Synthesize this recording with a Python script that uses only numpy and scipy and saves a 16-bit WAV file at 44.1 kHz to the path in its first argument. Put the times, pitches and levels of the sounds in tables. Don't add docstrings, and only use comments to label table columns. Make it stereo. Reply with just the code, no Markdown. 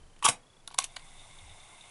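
import sys
import numpy as np
from scipy import signal
from scipy.fft import rfft, irfft, next_fast_len
from scipy.io import wavfile
from scipy.ndimage import map_coordinates

SR = 44100
rng = np.random.default_rng(int(sys.argv[2]) if len(sys.argv) > 2 else 0)


def voltage_ratio(level):
    return 10 ** (np.asarray(level, float) / 20)


def unload_wav(signal):
    wavfile.write(
        sys.argv[1],
        SR,
        np.round(np.clip(np.atleast_2d(signal).T, -1, 1) * 32767).astype(np.int16),
    )


N = 83790


def door():
    # (time [s], crack [dB], boom re crack [dB], panel ring re crack [dB], t60 [s])
    door_hits = [(.1620, -61, 7, 10, 0.012), (.1910, -47.5, -7, -1, 0.0055), (.2245, -37.5, 4, 7.5, 0.016),
                 (.2305, -30, 6, -8, 0.014), (.2397, -32.5, -5, -1.5, 0.0088),
                 (.2425, -18, -20, -5.5, 0.028), (.2485, -13, 0, -12, 0.012), (.2520, -12, -8, -7, 0.012),
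                 (.2560, -10, -3.5, -12, 0.016), (.2615, -18.5, -0.5, 0.5, 0.0068),
                 (.2630, -25.5, 14, 10, 0.01), (.2710, -26.5, -32, -4, 0.032), (.2785, -31, 9, 6.5, 0.0083),
                 (.2828, -15, -14.5, -1.5, 0.024), (.2862, -9, -15, -14.5, 0.014),
                 (.2935, -20.5, -0.5, -19, 0.023)]
    # (frequency [Hz], level [dB])
    door_body = [
        [(672, 320, -18), (914, 180, -4), (1083, 130, -1.5), (1590, 200, -19)],
        [(2320, 940, -0.5), (2930, 150, 3.5), (3226, 270, -0.5), (4100, 460, -8)],
        [(4000, -18.5), (4800, -10.5), (5800, -6), (7500, -6), (9000, -3), (10000, -1.5), (11000, -6.5)],
    ]
    # (time [s], peak level [dB], frequency [Hz], t60 [s])
    door_rings = [(.2250, -23.5, 1080, 0.021), (.2395, -24.5, 2980, 0.02), (.2480, -14, 1150, 0.047),
                  (.2490, -31, 368, .04), (.2620, -12.5, 887, 0.021), (.2620, -16.5, 3200, .015),
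                  (.2630, -12.5, 1170, 0.018), (.2620, -20.5, 1547, 0.021), (.2525, -20, 5700, .012),
                  (.2530, -14, 10200, .012), (.2565, -23, 9950, .012), (.2610, -20, 9820, .015),
                  (.2310, -31, 1050, 0.018), (.2790, -15, 1120, 0.017), (.2835, -23.5, 266, 0.023),
                  (.2850, -20, 711, 0.031), (.2850, -27, 135, .05), (.2860, -29, 490, .06),
                  (.2625, -21, 2400, .015), (.2790, -25, 2200, .012), (.2970, -31.5, 243, 0.031)]
    return contacts(door_hits, door_body) + rings(door_rings)


def keys():
    # (time [s], crack [dB], boom re crack
    # [dB], panel ring re crack [dB], t60 [s])
    key_hits = [(.6740, -46, -3, 1, 0.012), (.6755, -30.5, -7.5, -3, 0.0079), (.6800, -43, 3, -2.5, 0.01),
                (.7030, -54, 2, 6, .01), (.7098, -52, 15, 0, 0.039), (.7170, -58, -9, -6, 0.03),
                (.7240, -55, 10, 3, 0.015), (.7360, -62, 3, 10, .012), (.7410, -48.5, -3, 8, 0.012),
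                (.7440, -32, -2, -10.5, 0.0074), (.7730, -54, -5, 0, 0.04), (.7820, -33, 2, 2.5, 0.021),
                (.7860, -10.5, -15.5, -7.5, 0.011), (.7995, -34, -4, 1, 0.012), (.8040, -42, 0, -1, 0.01),
                (.8225, -41, 2, -4, 0.015), (.8270, -40, -5, -11, .01), (.8380, -36, -2, -10, 0.0134),
                (.8412, -21, -25, -14, 0.0088), (.8450, -33, -15, -4, 0.0086), (.9620, -39, -7, -5, 0.0123),
                (.9650, -35, 0, 3.5, 0.013), (.9690, -45.5, 9.5, -2, 0.01), (.9935, -57, -3, 10, 0.01),
                (1.809, -53.5, -11, 3, .008)]
    # (frequency [Hz], level [dB])
    key_body = [
        [(640, 90, -15), (770, 240, -2), (1110, 89, 2.5), (1505, 120, -4), (2050, 220, -8)],
        [(2230, 540, -7), (2920, 470, -3), (3620, 390, -2), (4070, 210, -2), (4560, 530, -7)],
        [(4000, -17), (5200, -7.5), (6300, -1.5), (7500, -4.5), (9000, -2), (10200, -2.5), (11000, -1.5)],
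    ]
    # (time [s], peak level [dB], frequency [Hz], t60
    # [s])
    key_rings = [(.6760, -35, 3950, .01), (.6765, -37, 2700, .01), (.6760, -31.5, 10500, 0.012),
                 (.6790, -45, 1390, 0.028), (.7030, -51, 3800, .012), (.7445, -46, 980, 0.059),
                 (.7820, -26, 3800, 0.0075), (.7865, -18.5, 1090, 0.028), (.7865, -22.5, 760, 0.03),
                 (.7870, -31, 1510, 0.033), (.7885, -26, 6140, .01), (.7890, -25, 8800, .008),
                 (.7870, -34.5, 2010, .02), (.7110, -44, 900, .012), (.8120, -33, 1050, 0.018),
                 (.8225, -35, 2440, 0.023), (.8415, -33.5, 2990, .012), (.8460, -37, 3660, 0.018),
                 (.9625, -36, 4630, 0.016), (.9650, -35, 2290, 0.023), (.9650, -38, 2860, .012),
                 (.9660, -39.5, 3920, .015), (.9650, -35.5, 1492, 0.021), (.9660, -36, 1930, .025),
                 (.9670, -42, 630, 0.026), (.9655, -40, 1100, .02), (1.8095, -46, 3550, .015),
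                 (1.8095, -52, 6900, .008), (.8420, -26, 8200, .007)]
    # (time [s], level [dB])
    rattle = [
        (.79, -39),
        (.81, -45),
        (.83, -48),
        (.85, -46.5),
        (.87, -65),
        (.89, -80),
    ]
    grains = []
    for db in (-3, -12, -6):
        uneven = voltage_ratio(db + 4.1 * wobble(300))
        grains.append(curve(rattle) * uneven * rng.standard_normal(N))
    return contacts(key_hits, key_body) + rings(key_rings) + plastic(grains, key_body)


def contacts(rows, body):
    crack = bursts([(s, db, t60) for s, db, low, mid, t60 in rows])
    panel = bursts([(s, db + mid, 0.97 * t60) for s, db, low, mid, t60 in rows])
    push, t = np.zeros(N + 99), np.arange(24) / 24
    for s, db, low, mid, t60 in rows:
        start = round((s + .0008) * SR)
        push[start:][:len(t)] += voltage_ratio(db + low - 9.0) * np.sin(np.pi * t)
    return plastic([crack, push[:N], panel], body)


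def plastic(forces, body):
    boom, panel, crack = body
    bright = filtered(forces[0], lambda hz: 2.08 * voltage_ratio(along(crack, hz)))
    hollow = filtered(resonant(forces[1], boom), lambda hz: (1j * hz / (600 + 1j * hz)) ** 2)
    return bright + hollow + resonant(forces[2], panel)


def bursts(rows, attack=0.11):
    out, t = np.zeros(N + SR), np.arange(SR // 20) / SR
    for s, db, t60 in rows:
        rise_s = attack * max(t60, .002)
        shape = voltage_ratio(-60 * t / max(t60, .002)) * (1 - np.exp(-t / rise_s)) ** 2
        burst = shape * rng.standard_normal(len(t))
        burst = burst * np.linalg.norm(shape) / np.linalg.norm(burst) / shape.max()
        out[round(s * SR):][:len(t)] += voltage_ratio(db - 6.5) * burst
    return out[:N]


def rings(rows, cycles=1.31):
    out, t = np.zeros(N + SR), np.arange(SR // 10) / SR
    for s, db, hz, t60 in rows:
        envelope = voltage_ratio(db - 60 * t / t60) * (1 - np.exp(-t * hz / cycles))
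        out[round(s * SR):][:len(t)] += envelope * np.sin(2 * np.pi * hz * t)
    return out[:N]


def motor():
    # (time [s], level [dB])
    run_up = [
        (.79, -90),
        (.82, -69),
        (.95, -63),
        (1.05, -62),
        (1.3, -61.5),
        (1.6, -61),
        (1.9, -60.5),
    ]
    # (frequency [Hz], width [Hz], level [dB])
    case_modes = [(760, 244, -2), (1047, 204, -3), (1464, 250, -11), (2137, 200, 0), (2740, 460, -7.5),
                  (3574, 313, -1.5), (6800, 4200, -13.5), (8940, 1200, -9), (10220, 230, -9)]
    # (time [s], peak level [dB])
    reel_ticks = [(1.083, -44), (1.1692, -44), (1.1913, -40.5), (1.2344, -43), (1.384, -35.5),
                  (1.492, -37.5), (1.514, -43), (1.598, -37), (1.6735, -47), (1.809, -39), (1.8667, -47)]
    gear_per_s, gear_spread_db, flutter_db = 280, 1, 2.5
    bearing_db = -10
    whirr = 0
    for hz, width, db in case_modes:
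        teeth_db = gear_spread_db * wobble(gear_per_s)
        slow_db = flutter_db * np.tanh(3000 / hz) * wobble(80)
        teeth = voltage_ratio(teeth_db + slow_db) * rng.standard_normal(N)
        mode = [(hz, 1.5 * width, 0)]
        tone = unit(resonant(resonant(teeth, mode), mode))
        whirr = whirr + voltage_ratio(db - 1) * np.sqrt(width / 400) * tone
    ticks = bursts([(s - .001, db - 7.0, .03) for s, db in reel_ticks])
    ring = resonant(resonant(ticks, [(3640, 340, 0)]), [(3560, 380, 0)])
    shell = resonant(ticks, [(2460, 300, -7), (6550, 760, -3)])
    bearing = unit(resonant(rng.standard_normal(N), [(8500, 10600, 0)]))
    whirr = whirr + voltage_ratio(bearing_db) * bearing
    return curve(run_up) * whirr + voltage_ratio(-16.0) * ring + voltage_ratio(-17) * shell


def near(x):
    spread_db = -12
    side = voltage_ratio(spread_db) * filtered(x, lambda hz: 1j * np.cos(hz / 260 + 0.67) + 0.29 * np.sin(hz / 170))
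    return np.array([x + side, x - side])


def room(x):
    # (frequency [Hz], level [dB])
    walls = [(300, -1), (600, 1.5), (1100, -6), (1600, 4), (2500, -1.5), (3300, -2.5), (4500, 0),
             (11000, 2)]
    # (frequency [Hz], t60 [s])
    decay = [(200, 0.29), (600, 0.21), (1100, 0.15), (2000, 0.18), (11000, 0.12)]
    hz, t, z = signal.stft(rng.standard_normal((2, SR // 3)), SR, nperseg=128)
    fade_db = along(walls, hz)[:, None] - 60 * t / along(decay, hz)[:, None]
    tail = signal.istft(z * voltage_ratio(fade_db), SR, nperseg=128)[1]
    tail = tail[0] + voltage_ratio(-7.5) * tail[1] * [[1], [-1]]
    tail = tail / np.linalg.norm(tail[0])
    late = np.pad(x, (150, 0))[None]
    return signal.fftconvolve(late, tail, axes=1)[:, :N]


def bird():
    # (time [s], pitch [Hz], level [dB])
    song = [
        (0, 3100, -65),
        (.1, 3110, -65),
        (.2, 3090, -67),
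        (.4, 3320, -68),
        (.47, 3390, -60),
        (.55, 3410, -60),
        (.61, 3435, -65),
    ]
    trill_s, trill_per_s, note_s = -.004, 29.95, .014
    out, t = np.zeros(N + SR), np.arange(round(note_s * SR)) / SR
    times, pitch, level = np.transpose(song)
    for s in trill_s + np.arange(19) / trill_per_s:
        hz = np.interp(s, times, pitch) * rng.normal(1, 0.0019)
        note = np.sin(np.pi * t / note_s) ** 2 * np.sin(2 * np.pi * hz * t)
        db = np.interp(s, times, level) + rng.normal()
        out[max(round(s * SR), 0):][:len(t)] += voltage_ratio(db) * note
    return out[:N] * voltage_ratio([[-1.5], [1.5]])


def floor():
    # (frequency [Hz], level per Hz [dB])
    hiss = [(100, -30), (150, -8), (950, -9.5), (1700, -15), (2900, -19), (4000, -20.5), (11000, -24)]
    # (frequency [Hz], level per Hz [dB])
    rumble = [(8, -53), (15, 8.5), (21, 10), (29, -24), (50, -14), (115, -11), (170, -15.5), (250, -38.5)]
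    # (time [s], half length [s], level [dB],
    # frequency [Hz])
    shifts = [
        (1.44, .025, -52, 90),
        (1.47, .03, -59, 60),
        (1.5, .012, -55, 70),
        (1.525, .015, -56, 95),
        (1.26, .04, -64, 105),
        (.06, .13, -57, 21),
        (.03, .05, -62, 70),
    ]
    hiss_db, rumble_db = -63.5, -58
    t = np.arange(N) / SR
    bumps = 0
    for s, half, db, hz in shifts:
        swell = voltage_ratio(db + 2.5 * wobble(40)) * np.exp(-((t - s) / half) ** 2)
        bumps = bumps + swell * np.sin(2 * np.pi * hz * (t - s))
    return voltage_ratio(hiss_db) * pair(hiss) + voltage_ratio(rumble_db + 1.64 * wobble(2.1)) * pair(rumble) + bumps


def pair(spectrum):
    # (frequency [Hz], correlation [0-1])
    alike = [(30, 1), (60, 0.93), (130, 0.97), (270, 0.67), (1200, 0.06), (2600, 0.38), (6000, 0.55),
             (11000, 0.89)]

    def mid_side(hz):
        turn = np.arccos(np.clip(along(alike, hz), -1, 1)) / 2
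        return voltage_ratio(along(spectrum, hz)) * [np.cos(turn), np.sin(turn)]

    mid, side = filtered(rng.standard_normal((2, N)), mid_side)
    return unit(np.array([mid + side, mid - side]))


def resonant(x, peaks):
    def shape(f):
        total = 0
        for k, (centre, width, db) in enumerate(peaks):
            damping = 1j * f * width
            total = total + (-1) ** k * voltage_ratio(db) * damping / (centre * centre - f * f + damping)
        return total

    return filtered(x, lambda f: shape(f) / np.sqrt(np.mean(abs(shape(f)) ** 2)))


def filtered(x, response):
    m = next_fast_len(N + SR // 2)
    return irfft(rfft(x, m) * response(np.fft.rfftfreq(m, 1 / SR)), m)[..., :N]


def along(points, hz):
    f, v = np.transpose(points)
    return np.interp(np.log(hz + 1), np.log(f + 1), v)


def curve(rows):
    s, db = np.transpose(rows)
    return voltage_ratio(np.interp(np.arange(N) / SR, s, db, left=-120, right=-120))


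def wobble(rate):
    knots = rng.standard_normal(int(N * rate / SR) + 4)
    return map_coordinates(knots, [np.arange(N) * rate / SR])


def unit(x):
    return x / np.sqrt(np.mean(x ** 2) + 1e-20)


def scene():
    door_room_db, key_room_db = -7, -13
    shut = door()
    press = keys() + motor()
    direct = near(shut + press)
    echo = voltage_ratio(door_room_db) * room(shut) + voltage_ratio(key_room_db) * room(press)
    return direct + echo + bird() + floor()


def top_cut(x):
    return signal.sosfilt(signal.butter(12, 12240, fs=SR, output="sos"), x)


def record(dry):
    # (frequency [Hz], level [dB])
    band_limit = [(10950, 1.5), (11100, -9.5), (11250, -36), (12300, -38), (16000, -85)]
    mix = filtered(dry, lambda hz: voltage_ratio(along(band_limit, hz)))
    return top_cut(mix)


dry = scene()
out = record(dry)
unload_wav(out)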